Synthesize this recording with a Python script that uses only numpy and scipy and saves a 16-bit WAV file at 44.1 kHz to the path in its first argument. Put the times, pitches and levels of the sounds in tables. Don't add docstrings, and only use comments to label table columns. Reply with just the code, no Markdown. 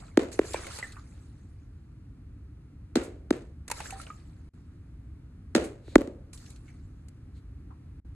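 import sys
import numpy as np
from scipy import signal
from scipy.fft import rfft, irfft, next_fast_len
from scipy.io import wavfile
from scipy.ndimage import uniform_filter1d, map_coordinates

SR = 44100
rng = np.random.default_rng(int(sys.argv[2]) if len(sys.argv) > 2 else 0)


def log_audio(samples):
    frames = np.atleast_2d(samples).T
    limited = np.clip(frames, -1, 1)
    pcm = np.round(limited * 32767).astype(np.int16)
    wavfile.write(sys.argv[1], SR, pcm)


N = 359407

# frequency in Hz, density in dB per Hz.
SPRAY_SPECTRUM = [(1500, -13), (2500, -5), (3300, -8.5), (4200, -5), (5300, -6.5), (7500, -2), (10300, -7),
                  (13000, -23)]
# frequency in Hz, density in dB per Hz.
CHURN_SPECTRUM = [(200, -3.5), (450, 0), (1000, -7), (2200, -2), (3300, -11), (6000, -37.5)]
# frequency in Hz, density in dB per Hz.
CLICK_SPECTRUM = [(1200, -19.5), (2600, -0.5), (4200, 3), (5300, -2.5), (8000, -4.5), (13000, -24)]
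# frequency in Hz, density in dB per Hz.
SCATTER_SPECTRUM = [(400, -4.5), (1500, 4), (3000, -1.5), (5400, -9), (8000, -9), (10500, -23),
                    (13000, -36)]


def amp(db):
    return 10 ** (np.asarray(db) / 20)


def unit(x):
    return x / np.sqrt(np.mean(x ** 2) + 1e-20)


def along(points, hz):
    f, v = np.transpose(points)
    return np.interp(np.log(hz + 1), np.log(f + 1), v)


def filtered(x, response):
    n = x.shape[-1]
    padded = next_fast_len(n + 8192)
    spectrum = rfft(x, padded) * response(np.fft.rfftfreq(padded, 1 / SR))
    return irfft(spectrum, padded)[..., :n]


def coloured(x, spectrum):
    return unit(filtered(x, lambda hz: amp(along(spectrum, hz))))


def add(track, s, sound):
    part = track[..., round(s * SR):][..., :sound.shape[-1]]
    part += sound[..., :part.shape[-1]]


def spread(pair, side_db):
    mid, side = pair[0], amp(side_db) * pair[1]
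    return np.array([mid + side, mid - side]) / np.sqrt(1 + amp(side_db) ** 2)


def burst(t, spectrum, rise, t60, side_db, rate=SR):
    shape = (1 - np.exp(-t / rise)) * amp(-60 * t / t60)
    struck = rng.random(len(t)) < rate / SR
    impulses = rng.standard_normal((2, len(t))) * struck
    noise = spread(coloured(impulses, spectrum), side_db)
    return unit(noise * shape) * np.sqrt(np.mean(shape ** 2))


def ports(x, lead):
    return filtered(x, lambda hz: np.exp(1j * np.pi * hz * lead * np.array([[1], [-1]])))


def wobble(rate):
    knots = rng.standard_normal(int(N * rate / SR) + 4)
    return map_coordinates(knots, [np.arange(N) * rate / SR], order=1)


def patchy(x, depth_db, size):
    z = signal.stft(x, nperseg=512)[2]
    field = uniform_filter1d(rng.standard_normal(z.shape[1:]), size[0], 0)
    field = uniform_filter1d(field, size[1], 1)
    return signal.istft(z * amp(depth_db * unit(field)), nperseg=512)[1][:, :N]


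def air():
    # time in seconds, level in dB.
    air_levels = [(0, -46), (1.599, -46.5), (8.15, -45)]
    # frequency in Hz, density in dB per Hz.
    rumble_spectrum = [(15, -40), (25, -28), (45, -2), (74, 0.5), (122, -6.5), (213, -17), (278, -14),
                       (372, -26.5), (584, -40), (991, -43), (1260, -41.5), (2500, -49.5), (9660, -61),
                       (14000, -75)]
    rumble_gain = amp(np.interp(np.arange(N) / SR, *np.transpose(air_levels)))
    mid, side = coloured(rng.standard_normal((2, N)), rumble_spectrum)
    width = [(70, -32.5), (300, -12.5), (1500, -4.0)]  # Hz, dB
    side = filtered(side, lambda hz: amp(along(width, hz)))
    return rumble_gain * np.array([mid + side, mid - side])


def hiss_swells():
    # loudest moment in seconds, half width in seconds, level in dB.
    swell_rows = [(5.911, 0.042, -60), (7.373, 0.018, -68)]
    # frequency in Hz, density in dB per Hz.
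    hiss_spectrum = [(1000, -14), (2800, -9), (4100, -3), (5400, -14.5), (8000, -14.5), (12000, -30.5)]
    t = np.arange(N) / SR
    gain = sum(amp(db) * np.exp(-.5 * ((t - s) / width) ** 2) for s, width, db in swell_rows)
    return gain * spread(coloured(rng.standard_normal((2, N)), hiss_spectrum), side_db=-6.0)


def scrapes():
    # start in seconds, level in dB.
    scrape_rows = [(3.031, -47), (5.638, -44.5)]
    out, t = np.zeros((2, N)), np.arange(SR // 4) / SR
    for s, db in scrape_rows:
        add(out, s, amp(db) * burst(t, SPRAY_SPECTRUM, rise=0.0024, t60=0.15, side_db=-1))
    return out


def grains(rate, centre_hz, octaves, cycles, scatter_db, size):
    count = int(rate * N / SR)
    start = rng.integers(0, N, (count, 1))
    hz = np.clip(centre_hz * 2 ** (octaves * rng.standard_normal((count, 1))), 200, SR / 3)
    gain = amp(scatter_db * np.minimum(rng.exponential(size=(count, 1)), 2.5))
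    k = np.arange(size)
    turns = hz * k / SR
    life = np.exp(-turns / cycles)
    tones = np.sin(2 * np.pi * turns * (1 + .1 * (1 - life)))
    waves = gain * tones * life * (1 - k / size)
    return unit(np.bincount((start + k).ravel(), waves.ravel(), minlength=N)[:N])


def swell(t, attack, hold, sag_db, t60, linger_db, drop_db):
    landing_s, settle_t60_s = 0.014, 2.5
    after = np.maximum(t - attack - hold, 0)
    held = np.clip(t / attack, 0, 1) * amp(-sag_db * np.clip(t - attack, 0, hold))
    release = amp(-drop_db * np.minimum(after / landing_s, 1) - 60 * after / t60)
    return held * np.maximum(release, amp(linger_db - 60 * after / settle_t60_s))


def splash_gains():
    # start in seconds, attack in seconds,
    # hold in seconds, churn level in dB, spray level in dB.
    splash_rows = [ (0, 0.0009, 0.014, -58, -58), (0.312, 0.014, 0.019, -56.5, -47.5),
                   (0.426, 0.049, 0.095, -54.5, -48.5), (0.53, 0.013, 0.17, -48.5, -52),
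                   (0.669, 0.097, 0.034, -50.5, -45), (1.0, 0.15, 0.11, -110, -71),
                   (3.731, 0.0071, 0.05, -57, -50.5), (3.755, 0.028, 0.15, -50.5, -51),
                   (3.961, 0.033, 0.04, -59, -52), (6.328, 0.0065, 0.017, -66.5, -51.5),
                   (6.361, 0.033, 0.13, -67, -60.5), (6.628, 0.038, 0.04, -69.5, -70.5), ]
    churn_swell = dict(sag_db=7.5, t60=0.7, linger_db=-13, drop_db=0)
    spray_swell = dict(sag_db=6.5, t60=.75, linger_db=-19.5, drop_db=6.5)
    t = np.arange(N) / SR
    churn, spray = [], []
    for s, attack, hold, churn_db, spray_db in splash_rows:
        churn.append(amp(churn_db) * swell(t - s, attack, hold, **churn_swell))
        spray.append(amp(spray_db) * swell(t - s, attack, hold, **spray_swell))
    return np.linalg.norm(churn, axis=0), np.linalg.norm(spray, axis=0)


def splashes():
    def stereo_grains(**settings):
        return np.array([grains(**settings) for _ in range(2)])

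    churn_gain, spray_gain = splash_gains()
    froth = stereo_grains(rate=2400, centre_hz=1400, octaves=.9, cycles=2, scatter_db=3, size=256)
    gurgle = stereo_grains(rate=420, centre_hz=1450, octaves=.65, cycles=7, scatter_db=4, size=900)
    coarse = stereo_grains(rate=900, centre_hz=3900, octaves=.35, cycles=9, scatter_db=4, size=400)
    fizz = stereo_grains(rate=2200, centre_hz=6500, octaves=.5, cycles=10, scatter_db=4, size=256)
    churn = coloured(patchy(.8 * froth + gurgle, depth_db=3.5, size=(7, 4)), CHURN_SPECTRUM)
    droplets = amp(-6) * unit(coarse * amp(4 * wobble(rate=60)))
    wash = fizz + rng.standard_normal((2, N))
    spray = coloured(patchy(wash, depth_db=3.2, size=(12, 7)), SPRAY_SPECTRUM)
    churning = churn_gain * spread(churn + droplets, side_db=-6.0)
    return churning + spray_gain * spread(spray, side_db=2.0)


def drips():
    # start in seconds, level in dB.
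    drip_rows = [(0.534, -34.5), (.921, -47), (6.3746, -50), (6.461, -52), (6.56, -55)]
    out, t = np.zeros((2, N)), np.arange(SR // 25) / SR
    for s, db in drip_rows:
        add(out, s, amp(db) * burst(t, CLICK_SPECTRUM, rise=0.00041, t60=0.053, side_db=-8))
    return out


def plops():
    # start in seconds, level in dB, pitch in Hz.
    plop_rows = [(.964, -44, 1235), (6.678, -54, 2154), (7.703, -51, 988)]
    out, t = np.zeros((2, N)), np.arange(SR // 5) / SR
    for s, db, hz in plop_rows:
        hollow = [(hz / 2, -26), (hz, 0), (hz * 2, -26), (hz * 10, -60)]
        add(out, s, amp(db) * burst(t, hollow, rise=0.0038, t60=0.11, side_db=-5.5))
    return out


def bubbles():
    # start in seconds, level in dB, starting pitch in Hz, t60 in seconds.
    bubble_rows = [(.5435, -19.5, 863, 0.019), (0.559, -30.5, 2310, 0.029), (0.8271, -25.5, 1980, 0.046),
                   (0.841, -33.5, 1784, 0.052), (3.702, -26.5, 915, 0.021), (3.715, -23.5, 892, 0.032),
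                   (3.803, -29.5, 830, 0.031), (3.857, -31, 1540, 0.018), (3.907, -31, 2450, 0.017),
                   (3.925, -33.5, 774, 0.11), (3.999, -34, 1315, 0.033), (4.067, -31.5, 2500, 0.011),
                   (4.102, -32, 1229, 0.051)]
    chirp_s, pop_db = 0.013, -16
    out, t = np.zeros((2, N)), np.arange(SR // 6) / SR
    for s, db, hz, t60 in bubble_rows:
        glide = (chirp_s / t60) ** 2
        phase = 2 * np.pi * hz * (t + glide * t ** 2 / (2 * t60))
        ring = amp(-60 * t / t60) * (1 - np.exp(-t / 0.00084)) * np.sin(phase)
        pop = amp(pop_db) * burst(t, CHURN_SPECTRUM, rise=0.00038, t60=0.057, side_db=-8.5)
        add(out, s, amp(db) * (ring + pop))
    return out


def slaps():
    # start in seconds, level in dB, low plop in dB relative to it.
    slap_rows = [(0.3167, -41, -5), (0.3277, -37.5, -20), (.541, -42.5, 11.5), (0.667, -35, 0.5),
                 (0.7862, -33.5, -1.5), (3.679, -32.5, -6.5), (3.6994, -31.5, -7.5), (3.7133, -20, -8.5),
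                 (3.8029, -37, 4), (3.9048, -33, -26), (4.014, -38, -19), (6.331, -39, -11),
                 (6.5026, -43.5, -16), (7.0838, -48, -13)]
    out, t = np.zeros((2, N)), np.arange(SR // 12) / SR
    for s, db, plop_db in slap_rows:
        snap = burst(t, SPRAY_SPECTRUM, rise=0.0016, t60=0.027, side_db=-0.5)
        plop = amp(plop_db) * burst(t, CHURN_SPECTRUM, rise=0.0013, t60=0.035, side_db=-12.5)
        add(out, s, amp(db) * (snap + plop))
    return out


def pool_echo(x):
    tail = burst(np.arange(SR // 3) / SR, SCATTER_SPECTRUM, rise=0.004, t60=.28, side_db=-3.5)
    echo = signal.fftconvolve(x, tail / np.linalg.norm(tail[0]), axes=1)[:, :N]
    return x + amp(-20) * echo


def hollow_ring():
    start_s, level_db, t60_s = 5.988, -39.5, .45
    out, t = np.zeros((2, N)), np.arange(SR // 2) / SR
    modes = sum(np.sin(2 * np.pi * (hz * t + rng.random())) for hz in (480, 518, 567))
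    add(out, start_s, amp(level_db - 60 * t / t60_s) * (1 - np.exp(-t / .004)) * modes)
    return out


def yard(boom_db, bright_db, boom_t60):
    # frequency in Hz, density in dB per Hz.
    boom_spectrum = [(110, -25), (230, 2), (330, 8), (560, 1.5), (800, -13), (1300, -25), (3000, -57)]
    t = np.arange(SR // 2) / SR
    boom = burst(t, boom_spectrum, rise=0.0023, t60=boom_t60, side_db=-13.5, rate=3000)
    scatter = burst(t, SCATTER_SPECTRUM, rise=0.0011, t60=0.37, side_db=-2.0, rate=4000)
    return amp(boom_db) * boom + amp(bright_db) * scatter


def sinking(t, spectrum, pitch_hz, lag_cycles=2.08, lag_slope=.75):
    hz = np.fft.rfftfreq(len(t), 1 / SR)
    delay = lag_cycles / pitch_hz * np.maximum(hz / pitch_hz, .5) ** -lag_slope
    phase = -2 * np.pi * np.cumsum(delay) * hz[1]
    pulse = irfft(amp(along(spectrum, hz)) * np.exp(1j * phase), len(t))
    return pulse / np.abs(pulse).max()


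def blows(rows, clack_t60, click_t60, walls):
    # multiple of its pitch, level in dB.
    thud_spectrum = [(.1, -31.5), (.33, -30.5), (.55, -8.5), (.8, 7.5), (1.1, 12), (1.6, -2), (2.05, -10.5),
                     (3.3, -23), (5, -31), (9, -30.5), (20, -70.5)]
    # frequency in Hz, density in dB per Hz.
    clack_spectrum = [(250, -17), (570, 4), (820, -0.5), (1030, -8.5), (1400, -2), (2000, -3.5),
                      (2800, -18.5), (6000, -42)]
    rattle_db = -9
    push_db, push_grows, push_hz, push_t60_s = -23, 7.8, 42, 0.13
    out, t = np.zeros((2, N)), np.arange(SR // 16) / SR
    for s, thud_db, pitch_hz, clack_db, click_db, echo_s, boom_db, bright_db, boom_t60 in rows:
        thud = amp(thud_db) * sinking(t, [(k * pitch_hz, db) for k, db in thud_spectrum], pitch_hz)
        clack = amp(clack_db) * sinking(t, clack_spectrum, pitch_hz) * amp([[-1.2], [1.2]])
        rattle = burst(t, clack_spectrum, rise=0.0004, t60=clack_t60, side_db=-2.0)
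        click = amp(click_db) * burst(t, CLICK_SPECTRUM, rise=0.001, t60=click_t60, side_db=-1.0)
        blow = ports(thud + click, lead=0.00011) + amp(clack_db + rattle_db) * rattle
        add(out, s, blow + clack)
        push_gain = amp(push_db + push_grows * thud_db - 60 * t / push_t60_s)
        add(out, s, push_gain * np.sin(2 * np.pi * push_hz * t))
        add(out, s + echo_s, yard(boom_db, bright_db, boom_t60))
        for delay, db in walls:
            add(out, s + echo_s + delay, amp(db) * blow)
    return out


def scene():
    # start in seconds,
    # thud in dB, thud pitch in Hz, clack in dB, click in dB, first echo in seconds after the blow,
    # low reverberation in dB, bright reverberation in dB, low t60 in seconds.
    chip_rows = [ (2.9552, -12, 301, -26, -20.5, 0.0018, -28, -38.5, 0.42),
                 (2.9665, -14.5, 263, -42, -32, 0.0018, -40.5, -45.5, 0.8),
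                 (5.5495, -12, 299, -20, -16.5, .002, -22.5, -34, .4),
                 (5.5605, -15, 248, -28.5, -24, 0.0023, -38, -42, 0.63), ]
    # start in seconds, thud in dB, thud pitch in Hz, clack in dB, click in dB, first echo in
    # seconds after the blow, low reverberation in dB, bright reverberation in dB, low t60 in seconds.
    bounce_rows = [ (.1725, -4.5, 302, -19, -17.5, 0.017, -27.5, -39, 0.41),
                   (0.3905, -8, 361, -24.5, -27.5, 0.02, -44, -47, 0.66),
                   (0.5423, -20, 490, -44, -31, 0.019, -44, -48, 0.53),
                   (3.306, -9, 291, -25, -22.5, 0.018, -35, -46, 0.38),
                   (5.879, -37, 328, -53, -65, 0.037, -54.5, -67, 0.9),
                   (5.9555, 0.5, 300, -9, -13.5, 0.023, -30.5, -47, .5), ]
    # seconds after the first echo, level in dB.
    chip_walls = [(.057, -25.5)]
    # seconds after the first echo, level in dB.
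    bounce_walls = [(.002, -21.5), (.03, -25), (.095, -29.5)]
    water = slaps() + drips() + plops() + bubbles() + splashes()
    water = pool_echo(water) * amp([[-.6], [.6]])
    chips = blows(chip_rows, clack_t60=0.035, click_t60=0.026, walls=chip_walls)
    bounces = blows(bounce_rows, clack_t60=0.022, click_t60=0.014, walls=bounce_walls)
    events = chips + bounces + hollow_ring() + water + scrapes() + hiss_swells()
    return ports(events, lead=.00002) + ports(air(), lead=.00008)


def microphone(x):
    # frequency in Hz, gain in dB.
    mid_colour = [(750, -0.5), (970, 0), (1300, 1.5), (2500, 0.5), (3300, -4.5), (4200, 0.5), (5400, -4.5),
                  (6500, 1.5), (11000, 3.5), (12800, 1.5)]
    # frequency in Hz, gain in dB.
    side_colour = [(450, -2.5), (680, 12.5), (1050, -0.5), (2000, 0), (3300, 0), (5400, 0), (6500, -2),
                   (7500, -10.5), (9200, -16), (10500, 3.5), (12500, 11)]
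    mid_side = np.array([x[0] + x[1], x[0] - x[1]]) / 2
    mid, side = filtered(mid_side, lambda hz: amp([along(mid_colour, hz), along(side_colour, hz)]))
    return np.array([mid + side, mid - side])


def record(dry):
    # start in seconds, end in seconds.
    dip_rows = [(4.491, 4.535), (8.001, 8.048)]
    dip_db, top_hz = -23, 13300
    t = np.arange(N) / SR
    dipped = uniform_filter1d(sum(1.0 * ((t > a) & (t < b)) for a, b in dip_rows), size=128)
    heard = microphone(dry)
    rounded = heard / (1 + np.abs(heard / .97) ** 6) ** (1 / 6)
    return filtered(rounded * amp(dip_db * dipped), lambda hz: 1 / (1 + (hz / top_hz) ** 90))


dry = scene()
out = record(dry)
log_audio(out)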